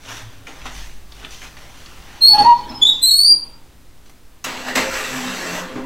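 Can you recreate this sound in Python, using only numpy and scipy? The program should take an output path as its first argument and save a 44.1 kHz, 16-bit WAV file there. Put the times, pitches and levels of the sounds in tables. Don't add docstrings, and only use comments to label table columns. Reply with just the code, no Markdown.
import sys
import numpy as np
from scipy import signal
from scipy.fft import rfft, irfft, next_fast_len
from scipy.io import wavfile
from scipy.ndimage import uniform_filter1d

SR = 44100
rng = np.random.default_rng(int(sys.argv[2]) if len(sys.argv) > 2 else 0)


def volts_from_db(level):
    exponent = np.asarray(level, float) / 20
    return 10 ** exponent


def waveform_to_disk(signal):
    frames = np.transpose(np.atleast_2d(signal))
    scaled = np.clip(frames, -1, 1) * 32767
    samples = np.round(scaled).astype(np.int16)
    wavfile.write(sys.argv[1], SR, samples)


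N = 258381
T = np.arange(N) / SR

# [f/Hz, level/dB per Hz]
AIR_HZ = [(12, -33), (20, -6.5), (55, -15.5), (76, -17.5), (141, -24), (209, -25.5), (317, -26), (431, -31),
          (693, -34), (1250, -35.5), (2000, -37.5), (3700, -39.5), (15800, -47.5)]
# [f/Hz, level/dB per Hz]
SIDE_HZ = [(12, -32.5), (20, 0.5), (123, -3.5), (419, -18), (1650, -40), (1790, -47.5), (2960, -36.5),
           (13700, -28), (15800, -27.5)]
# [t/s, level/dB]
GAIN = [(0, -62), (2.2, -59), (2.6, -59), (3.6, -63.5), (4.4, -64), (5.86, -60.5)]
# [f/Hz, t60/s]
ROOM = [(200, 0.38), (900, 0.38), (4000, 0.35), (9000, 0.31), (15000, 0.33)]

# [t/s, time to die 20 dB/s, floor level/dB, cabinet level/dB]
BOOM = [(.24, .5, -46, -57), (.645, .3, -33, -50), (.77, .2, -33, -54), (.94, .5, -37, -52),
        (1.15, .6, -44, -60), (1.45, .5, -52, -52), (1.68, .8, -44, -55), (2.0, .15, -45, -49),
        (2.25, .3, -46, -50), (2.4, .2, -35, -38), (2.58, .9, -42, -52), (3.0, .9, -49, -52),
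        (3.5, .5, -58, -52), (3.87, .4, -50, -62), (4.92, .25, -42, -44), (5.14, .3, -49, -42),
        (5.5, .5, -48, -51), (5.84, .3, -46, -46)]
# [f/Hz, width/Hz]
BOOM_MODES = [(47, 2.7), (144, 6), (7, 5.9)]
# [start t/s, length/s, first f/Hz, last f/Hz, level/dB]
CABINET = [
    (.04, .18, 109.4, 108.4, -44),
    (.2, .12, 108.6, 108.8, -36),
    (.31, .16, 106.5, 104.5, -47),
    (0, .6, 270, 262, -56),
]
# [f/Hz, level under the note/dB]
PANEL = [(215, -22), (325, -36), (430, -50)]
LEAN_SHARE, DRIFT_DB = .4, -42

# [t/s, peak level/dB, f/Hz, ring t60/s]
PINGS = [
    (2.406, -26, 337.5, .15),
    (2.404, -26.5, 190.5, .2),
    (2.696, -27.5, 238.8, .5),
    (3.3, -30.5, 328, 0.2),
    (5.682, -36, 3270, 0.24),
    (5.754, -20.5, 306, 0.18),
    (5.759, -22.5, 404.6, 0.145),
    (5.769, -31, 260, .4),
]
# [t/s, peak level/dB, f/Hz, ring t60/s]
TICKS = [(.084, -25, 2600, .012), (.4693, -25, 2300, .012), (1.12, -32, 5000, .01), (1.242, -26, 2600, .01),
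         (1.245, -27, 3600, .01), (1.2481, -16, 3500, .008), (1.2482, -17, 2600, .008),
         (1.307, -30, 6000, .012), (1.348, -25, 3100, .01), (1.4172, -26, 1700, .015),
         (1.5683, -30, 4500, .012), (1.8597, -26, 4450, .012), (4.4413, -17, 6200, .012),
         (4.7551, -11, 1830, .015), (5.684, -31, 2220, .012)]

# [peak t/s, 20 dB rise/s, 20 dB fall/s, level/dB, brightness/dB]
SCUFF = [(.105, .1, .15, -32, 3), (.175, .1, .12, -36, 3), (.33, .3, .4, -49, -3), (.48, .03, .3, -39, -3),
         (.6, .15, .1, -44, 0), (.668, .04, .12, -33, -5), (.78, .14, .22, -37, 6),
         (1.17, .12, .2, -50, 10), (1.245, .1, .06, -38, -8), (1.33, .07, .2, -42, 9),
         (1.44, .06, .1, -38, 3), (1.58, .04, .3, -45, 2), (1.64, .15, .2, -46, -6), (1.8, .3, .8, -49, 7),
         (2.16, .9, .2, -44, -4), (4.064, .03, .12, -57, 8)]
# [f/Hz, level/dB per Hz]
SCUFF_HZ = [(88, -28), (150, -3.5), (179, -15), (264, -3), (390, -10), (817, -5), (3320, -6.5), (5000, -13),
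            (6000, -8), (6900, -15), (8470, -20), (15800, -30.5)]
# [t/s, peak level/dB, thud level/dB, fade t60/s, centre f/Hz]
SLAPS = [(.052, -35, -22, 0.12, 2480), (.469, -24, -27, 0.1, 2180), (.615, -30, -13, 0.079, 2600),
         (.655, -22, -15, 0.088, 1260), (1.12, -29, -22, 0.035, 4130), (1.248, -22, -1, 0.06, 2600),
         (1.307, -30, -20, .15, 6000), (1.345, -33, -20, 0.042, 4000), (1.417, -26, -24, 0.16, 2360),
         (1.568, -27, -21, 0.043, 2300), (1.86, -30, -13, 0.038, 4130), (4.057, -44.5, -13, .08, 5000),
         (4.095, -36, -18, 0.11, 12100)]

# [peak t/s, 20 dB rise/s, 20 dB fall/s, level/dB, brightness/dB]
SLIDE = [
    (4.444, .004, .03, -27, 15),
    (4.46, .015, .3, -26, -1),
    (4.6, .3, .4, -33, 0),
    (4.685, .08, .12, -27, -2),
    (4.757, .006, .04, -17, 8),
    (4.774, .02, .13, -13.5, -3),
    (4.96, .25, .9, -25, 4),
    (5.3, .6, 1.2, -29, 1),
    (5.57, 1.2, .5, -29, 1),
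]
# [peak t/s, 20 dB rise/s, 20 dB fall/s, level/dB, brightness/dB]
SETTLE = [
    (5.66, .1, .2, -38, -8),
    (5.73, .1, .06, -36, -8),
    (5.76, .02, .2, -36, -16),
]
# [f/Hz, level/dB per Hz]
SLIDE_HZ = [(59, -39), (100, -15.5), (200, -10), (270, -4.5), (520, -5.5), (800, -6.5), (1850, -6.5),
            (3070, -13), (8000, -22), (8600, -34.5), (12000, -32), (15600, -41)]
# [f/Hz, width/Hz, level/dB]
PAN = [(243, 49, 0.5), (525.4, 20, -5), (665, 12, -2.5), (1103, 43, -15), (1900, 130, -12.5), (2694, 77, 0),
       (3550, 230, -22), (4030, 55, -9), (6080, 350, -5), (7700, 200, -5), (12700, 300, -14)]
# [f/Hz, level/dB, t60/s]
RING = [(567, -34, 4.8), (1170, -11, 0.3), (1440, -16, 0.95), (1820, -9, 0.3), (2090, -8, 1.2),
        (2340, -6, 1.7), (2541, -37, 0.5), (2649, -19, 0.39), (3009, -16, 1.8), (3397, -9, 0.28),
        (4140, -8, 0.48), (5814, -15, 0.41)]
# [t/s, peak level/dB, thud level/dB, fade t60/s, centre f/Hz]
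KNOCKS = [
    (4.441, -24, -30, .22, 3440),
    (4.681, -12.5, -15, .2, 2020),
    (4.754, -15, -8, 0.35, 2200),
    (4.922, -22, -13, 0.3, 2800),
    (5.532, -26, -4, 0.6, 1930),
    (5.683, -29, -20, 0.11, 3120),
    (5.754, -26, -3, 0.14, 1500),
    (4.442, -29, -28, 0.087, 11000),
    (4.751, -21, -30, 0.07, 11000),
]
# [peak t/s, 20 dB rise or fall/s, level/dB]
RACK = [
    [(4.5, .1, -43), (4.79, .1, -38), (5.27, .09, -33), (5.3, .08, -34), (5.49, .08, -32),
     (5.535, .07, -31), (5.63, .08, -35), (5.67, .08, -36)],
    [(4.64, .15, -39), (4.69, .1, -39), (4.81, .08, -36), (5.17, .1, -31), (5.23, .1, -30), (5.45, .2, -42),
     (5.85, .15, -35)],
    [(4.78, .1, -34), (4.87, .1, -33), (4.92, .1, -30), (5.02, .08, -35), (5.09, .06, -36),
     (5.29, .06, -38), (5.43, .08, -39), (5.63, .1, -37), (5.71, .08, -38)],
    [(4.5, .15, -40), (4.7, .12, -35), (4.95, .1, -36), (5.07, .15, -34), (5.36, .1, -44), (5.58, .12, -37)],
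    [(5.01, .1, -37), (5.14, .12, -34), (5.5, .08, -39), (5.62, .08, -39)],
]
# [f/Hz, width/Hz]
RACK_MODES = [(182, 12), (256, 11), (528, 19), (1930, 60), (420, 18)]
LANDS_S, LIFTS_S, LIFT_DB_PER_S = 4.441, 5.6, -260

# [peak t/s, 20 dB rise/s, 20 dB fall/s, level/dB, brightness/dB]
DOOR = [(2.27, .25, .1, -45, 4), (2.345, .03, .25, -33, 1), (2.385, .05, .12, -35, 0),
        (2.414, .1, .1, -33, -5), (2.455, .05, .08, -34, -2), (2.58, .3, .3, -42, 0),
        (2.71, .1, .3, -41, -2), (2.9, .3, .3, -43, 3), (3.06, .2, .2, -47, 7), (3.22, .2, .1, -58, 11),
        (3.33, .1, .15, -52, -5), (3.45, .3, .4, -57, -5)]
# [f/Hz, level/dB per Hz]
DOOR_LOW = [(35, -43), (60, -9.5), (194, -9.5), (237, 1), (314, -5), (786, -15), (829, -4), (1500, -20),
            (1950, -52), (3300, -120)]
# [f/Hz, level/dB per Hz]
DOOR_MID = [(590, -51), (1000, -12.5), (1130, -21), (3500, -12), (4460, -12.5), (4780, -25.5), (9010, -49),
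            (15000, -47.5)]

# [start t/s, length/s, first f/Hz, last f/Hz, level/dB]
SQUEALS = [(2.375, .07, 4395, 4405, -19), (2.52, .09, 4400, 4402, -43), (2.685, .035, 5240, 5220, -34),
           (2.74, .05, 5190, 5190, -33), (2.812, .036, 3455, 3495, -6), (2.84, .074, 3545, 3585, -14),
           (2.858, .057, 3830, 3790, -14), (3.012, .03, 4070, 4200, -21), (3.02, .05, 4020, 4045, -11),
           (3.058, .045, 4200, 4290, -12), (3.082, .048, 3870, 3960, -17)]
# [t/s, f/Hz, level/dB]
GLIDES = [
    [(2.208, 4170, -34), (2.222, 4225, -9), (2.25, 4265, -6), (2.275, 4350, -8), (2.295, 4415, -8),
     (2.335, 4405, -9), (2.352, 4400, -30)],
    [(3.098, 4330, -30), (3.115, 4335, -11), (3.15, 4300, -16), (3.185, 4400, -10), (3.22, 4480, -11),
     (3.25, 4570, -12), (3.272, 4765, -11), (3.325, 4755, -9), (3.35, 4755, -32)],
]
# [f/Hz, level under the note/dB]
JOINT = [(7000, -11), (7650, -17), (8050, -4), (8600, -15), (9500, -12), (10800, -32), (12300, -14),
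         (15800, -50)]
# [t/s, level/dB]
BITE = [(2.3, -7), (2.9, -4), (3.04, 6), (3.2, 4), (3.33, -4)]
# [start t/s, length/s, first f/Hz, last f/Hz, level/dB]
HOOTS = [
    (2.275, .08, 860, 840, -31),
    (2.322, .062, 826, 852, -10),
    (2.36, .087, 848, 828, -8),
    (2.435, .12, 942, 952, -5),
    (2.54, .08, 955, 985, -24),
]
# [f/Hz, level under the note/dB]
COIL = [(1680, -22), (1900, -26), (2520, -30), (2850, -40), (3500, -38)]
# [f/Hz, t60/s, level/dB]
DOOR_RING = [(838, 1.2, -7), (997, .5, -24), (4640, .4, -20), (4762, .36, -16), (1695, .4, -4),
             (1897, .7, -2), (2505, .5, -2), (2848, .7, 0)]
HOOT_ROOM_DB = -11
EDGE_HZ = 15850


def evened(x):
    return x / np.sqrt(np.mean(x ** 2) + 1e-20)


def read(points, hz):
    f, value = np.transpose(points)
    return np.interp(np.log(hz + 1), np.log(f + 1), value)


def band(x, lo_hz, hi_hz):
    edges = [lo_hz, min(hi_hz, SR * .45)]
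    return signal.sosfilt(signal.butter(2, edges, "band", fs=SR, output="sos"), x)


def coloured(x, spectrum, patchy_db):
    hz, _, z = signal.stft(x, SR, nperseg=1024)
    patches = uniform_filter1d(rng.standard_normal(z.shape), size=8, axis=0)
    patches = evened(uniform_filter1d(patches, size=5, axis=1))
    gain = volts_from_db(read(spectrum, hz)[:, None] + patchy_db * patches)
    return evened(signal.istft(z * gain, nperseg=1024)[1][:N])


def grit(per_s, spread_db):
    size = volts_from_db(spread_db * np.minimum(rng.exponential(1, N), 4))
    return size * rng.standard_normal(N) * (rng.random(N) < per_s / SR)


def resonate(x, hz, width):
    r = np.exp(-np.pi * width / SR)
    pole = r * np.exp(2j * np.pi * hz / SR)
    return 2 * signal.lfilter([1 - r], [1, -pole], x).real


def thirds(x, gains, low_hz, high_hz):
    size = next_fast_len(N)
    hz, z = np.fft.rfftfreq(size, 1 / SR), rfft(x, size)
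    low = 1 / (1 + (hz / low_hz) ** 2)
    high = 1 / (1 + (high_hz / (hz + 1)) ** 2)
    shares = (1 - low - high, low, high)
    return sum(g * evened(irfft(z * share, size)[:N]) for g, share in zip(gains, shares))


def swells(peak, rise, fall, db):
    late = T[::32, None] - peak
    each = volts_from_db(db - 20 * np.maximum(late / fall, -late / rise))
    return np.interp(T, T[::32], np.linalg.norm(each, axis=1))


def strokes(rows, low_db, high_db):
    peak, rise, fall, db, bright_db = np.transpose(rows)
    parts_db = (db, db + low_db - bright_db, db + high_db + bright_db)
    return [swells(peak, rise, fall, d) for d in parts_db]


def bursts(rows, source, tick_db, thud_hz):
    out, t = np.zeros(N + SR), T[:SR // 2]
    source = np.tile(source, 2)
    low = evened(band(source, thud_hz * 0.9, thud_hz * 0.91))
    for s, db, low_db, fade, hz in rows:
        on = slice(round(s * SR), round(s * SR) + len(t))
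        tick = volts_from_db(tick_db - 60 * t / 0.022)
        rattle = (1 - np.exp(-t / 0.002)) * (volts_from_db(-60 * t / fade) + tick)
        thud = (1 - np.exp(-t / 0.0056)) * volts_from_db(low_db - 60 * t / fade)
        colour = evened(0.5 * source[on] + band(source[on], hz * 0.62, hz * 1.5))
        out[on] += volts_from_db(db - 13) * (rattle * colour + thud * low[on])
    return out[:N]


def hum(gains, modes):
    out = np.zeros(N)
    for gain, (hz, width) in zip(gains, modes):
        stir = rng.standard_normal(N)
        waver = 0.45 * width * evened(uniform_filter1d(stir, size=4000))
        note = np.sin(2 * np.pi * np.cumsum(hz + waver) / SR)
        noise = evened(resonate(resonate(stir, hz, width), hz, width))
        out += gain * (1.25 * note + 0.45 * noise)
    return out


def unsteadiness(wobble):
    return wobble * evened(uniform_filter1d(rng.standard_normal(N), size=300))


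def stick_slip(rows, overtones, wobble, attack_s, release_s, bite=((0, 0),)):
    out, unsteady = np.zeros(N), unsteadiness(wobble)
    for s, length, first_hz, last_hz, db in rows:
        on = slice(round(s * SR), round((s + length) * SR))
        t = T[on] - T[on][0]
        hz = first_hz + (last_hz - first_hz) * t / length
        turn = 2 * np.pi * np.cumsum(hz * (1 + unsteady[on])) / SR
        grip = np.sin(np.pi / 2 * np.clip(np.minimum(t / attack_s, (length - t) / release_s), 0, 1))
        bite_db = np.interp(s, *np.transpose(bite))
        upper = sum(volts_from_db(read(overtones, k * hz) + bite_db) * np.sin(k * turn) for k in range(2, 5))
        tone = grip * (np.sin(turn) + volts_from_db(-6 * t / length) * upper)
        out[on] += np.sqrt(2) * volts_from_db(db) * grip * tone
    return out


def room(x):
    at = np.arange(200, SR - 20, 20)
    taps = np.zeros(SR)
    taps[at + rng.integers(0, 20, len(at))] = rng.choice([-1., 1.], len(at))
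    hz, t, z = signal.stft(taps, SR, nperseg=256)
    fade = volts_from_db(-60 * t / read(ROOM, hz)[:, None])
    tail = signal.istft(z * fade, SR, nperseg=256)[1]
    return signal.fftconvolve(x, tail / np.linalg.norm(tail))[:N]


def hiss():
    gain = volts_from_db(np.interp(T, *np.transpose(GAIN))) / volts_from_db(-65.5)
    air = volts_from_db(-50) * gain * coloured(rng.standard_normal(N), AIR_HZ, patchy_db=0.4)
    side = volts_from_db(-63.5) * gain * coloured(rng.standard_normal(N), SIDE_HZ, patchy_db=3.8)
    return air, side


def boom():
    s, fall, *dbs = np.transpose(BOOM)
    steps = [swells(s, LEAN_SHARE * fall, fall, db) for db in dbs]
    pressure = volts_from_db(DRIFT_DB) + 0.8 * steps[0]
    panel = stick_slip(CABINET, PANEL, wobble=.004, attack_s=.06, release_s=.05)
    return hum(steps + [pressure], BOOM_MODES) + panel


def pings(rows, start_s):
    out = np.zeros(N)
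    for s, db, hz, t60 in rows:
        on = slice(round(s * SR), round((s + 1.5 * t60) * SR))
        t = T[on] - T[on][0]
        out[on] += volts_from_db(db - 60 * t / t60) * (1 - np.exp(-t / start_s)) * np.sin(2 * np.pi * hz * t)
    return out


def slippers():
    sole = coloured(grit(14000, 2.1), SCUFF_HZ, patchy_db=2.1)
    drag = thirds(sole, strokes(SCUFF, low_db=-6, high_db=-5), 800, 4000)
    return volts_from_db(-2.0) * drag + bursts(SLAPS, sole, tick_db=10.5, thud_hz=457.5)


def pan_body(rub):
    body = np.zeros(N)
    for hz, width, db in PAN:
        wander = evened(np.interp(T, np.linspace(0, T[-1], 60), rng.standard_normal(60)))
        body += volts_from_db(db + 2.8 * wander) * evened(resonate(rub, hz, width))
    return evened(body)


def pan():
    rub = grit(30000, 1.4)
    scrape = evened(coloured(rub, SLIDE_HZ, patchy_db=2.5) + 0.22 * pan_body(rub))
    knocks = bursts(KNOCKS, scrape, tick_db=-6.5, thud_hz=448)
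    ring = sum(volts_from_db(db) * resonate(knocks, hz, 2.2 / min(t60, .45)) for hz, db, t60 in RING)
    touch = T > LANDS_S
    push = touch * volts_from_db(LIFT_DB_PER_S * np.maximum(T - LIFTS_S, 0))
    pushed = strokes(SLIDE, low_db=-6.5, high_db=-7.5)
    settling = strokes(SETTLE, low_db=-8, high_db=-9)
    gains = [push * a + b for a, b in zip(pushed, settling)]
    slide = volts_from_db(-1.2) * thirds(scrape, gains, 660, 4800)
    catches = [swells(s, width, width, db) for s, width, db in map(np.transpose, RACK)]
    return slide + knocks + volts_from_db(2) * ring + volts_from_db(3) * touch * hum(catches, RACK_MODES)


def door():
    mid, low, high = strokes(DOOR, low_db=6, high_db=-2.5)
    rumble = coloured(rng.standard_normal(N), DOOR_LOW, patchy_db=2.5)
    rub = coloured(grit(6000, 2.3), DOOR_MID, patchy_db=4.0)
    return low * rumble + volts_from_db(4) * mid * rub + high * evened(band(rub, 5200, 7600))


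def glides(wobble):
    out, unsteady = np.zeros(N), unsteadiness(wobble)
    for s, pitch, db in map(np.transpose, GLIDES):
        on = (T > s[0]) & (T < s[-1])
        hz = np.interp(T[on], s, pitch)
        turn = 2 * np.pi * np.cumsum(hz * (1 + unsteady[on])) / SR
        bite = volts_from_db(-1.5 + np.interp(T[on], *np.transpose(BITE)))
        upper = sum(volts_from_db(read(JOINT, k * hz)) * np.sin(k * turn) for k in range(2, 5))
        out[on] = np.sqrt(2) * volts_from_db(np.interp(T[on], s, db)) * (np.sin(turn) + bite * upper)
    return out


def hinge():
    hoot = stick_slip(HOOTS, COIL, wobble=0.013, attack_s=.04, release_s=.035)
    squeal = stick_slip(SQUEALS, JOINT, wobble=0.0075, attack_s=.019, release_s=.014, bite=BITE)
    squeal = squeal + glides(wobble=.006)
    squeal = squeal * (1 + 0.11 * np.tanh(7 * hoot))
    rings = sum(volts_from_db(db) * resonate(hoot + squeal, hz, 1.9 / t60) for hz, t60, db in DOOR_RING)
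    return hoot, squeal, rings


def scene():
    air, side = hiss()
    hoot, squeal, rings = hinge()
    struck = pings(PINGS, start_s=.0023) + pings(TICKS, start_s=.0002)
    rubbing = slippers() + pan() + door() + struck
    sent = squeal + volts_from_db(HOOT_ROOM_DB) * hoot + volts_from_db(-7.0) * rubbing
    near = volts_from_db(0.5) * (hoot + squeal + rings) + volts_from_db(-2.5) * rubbing
    middle = near + volts_from_db(-2) * room(sent) + boom() + air
    side = side + volts_from_db(-36) * room(sent) - volts_from_db(-35) * (hoot + squeal)
    return np.array([middle + side, middle - side])


def top_cut(x):
    return signal.sosfilt(signal.butter(12, 16690, fs=SR, output="sos"), x)


def record(dry):
    limited = 0.89 * dry / (1 + (0.93 * dry) ** 6) ** (1 / 6)
    edge = signal.firwin(511, EDGE_HZ, fs=SR)[None]
    mix = signal.oaconvolve(limited, edge, "same")
    return top_cut(mix)


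dry = scene()
out = record(dry)
waveform_to_disk(out)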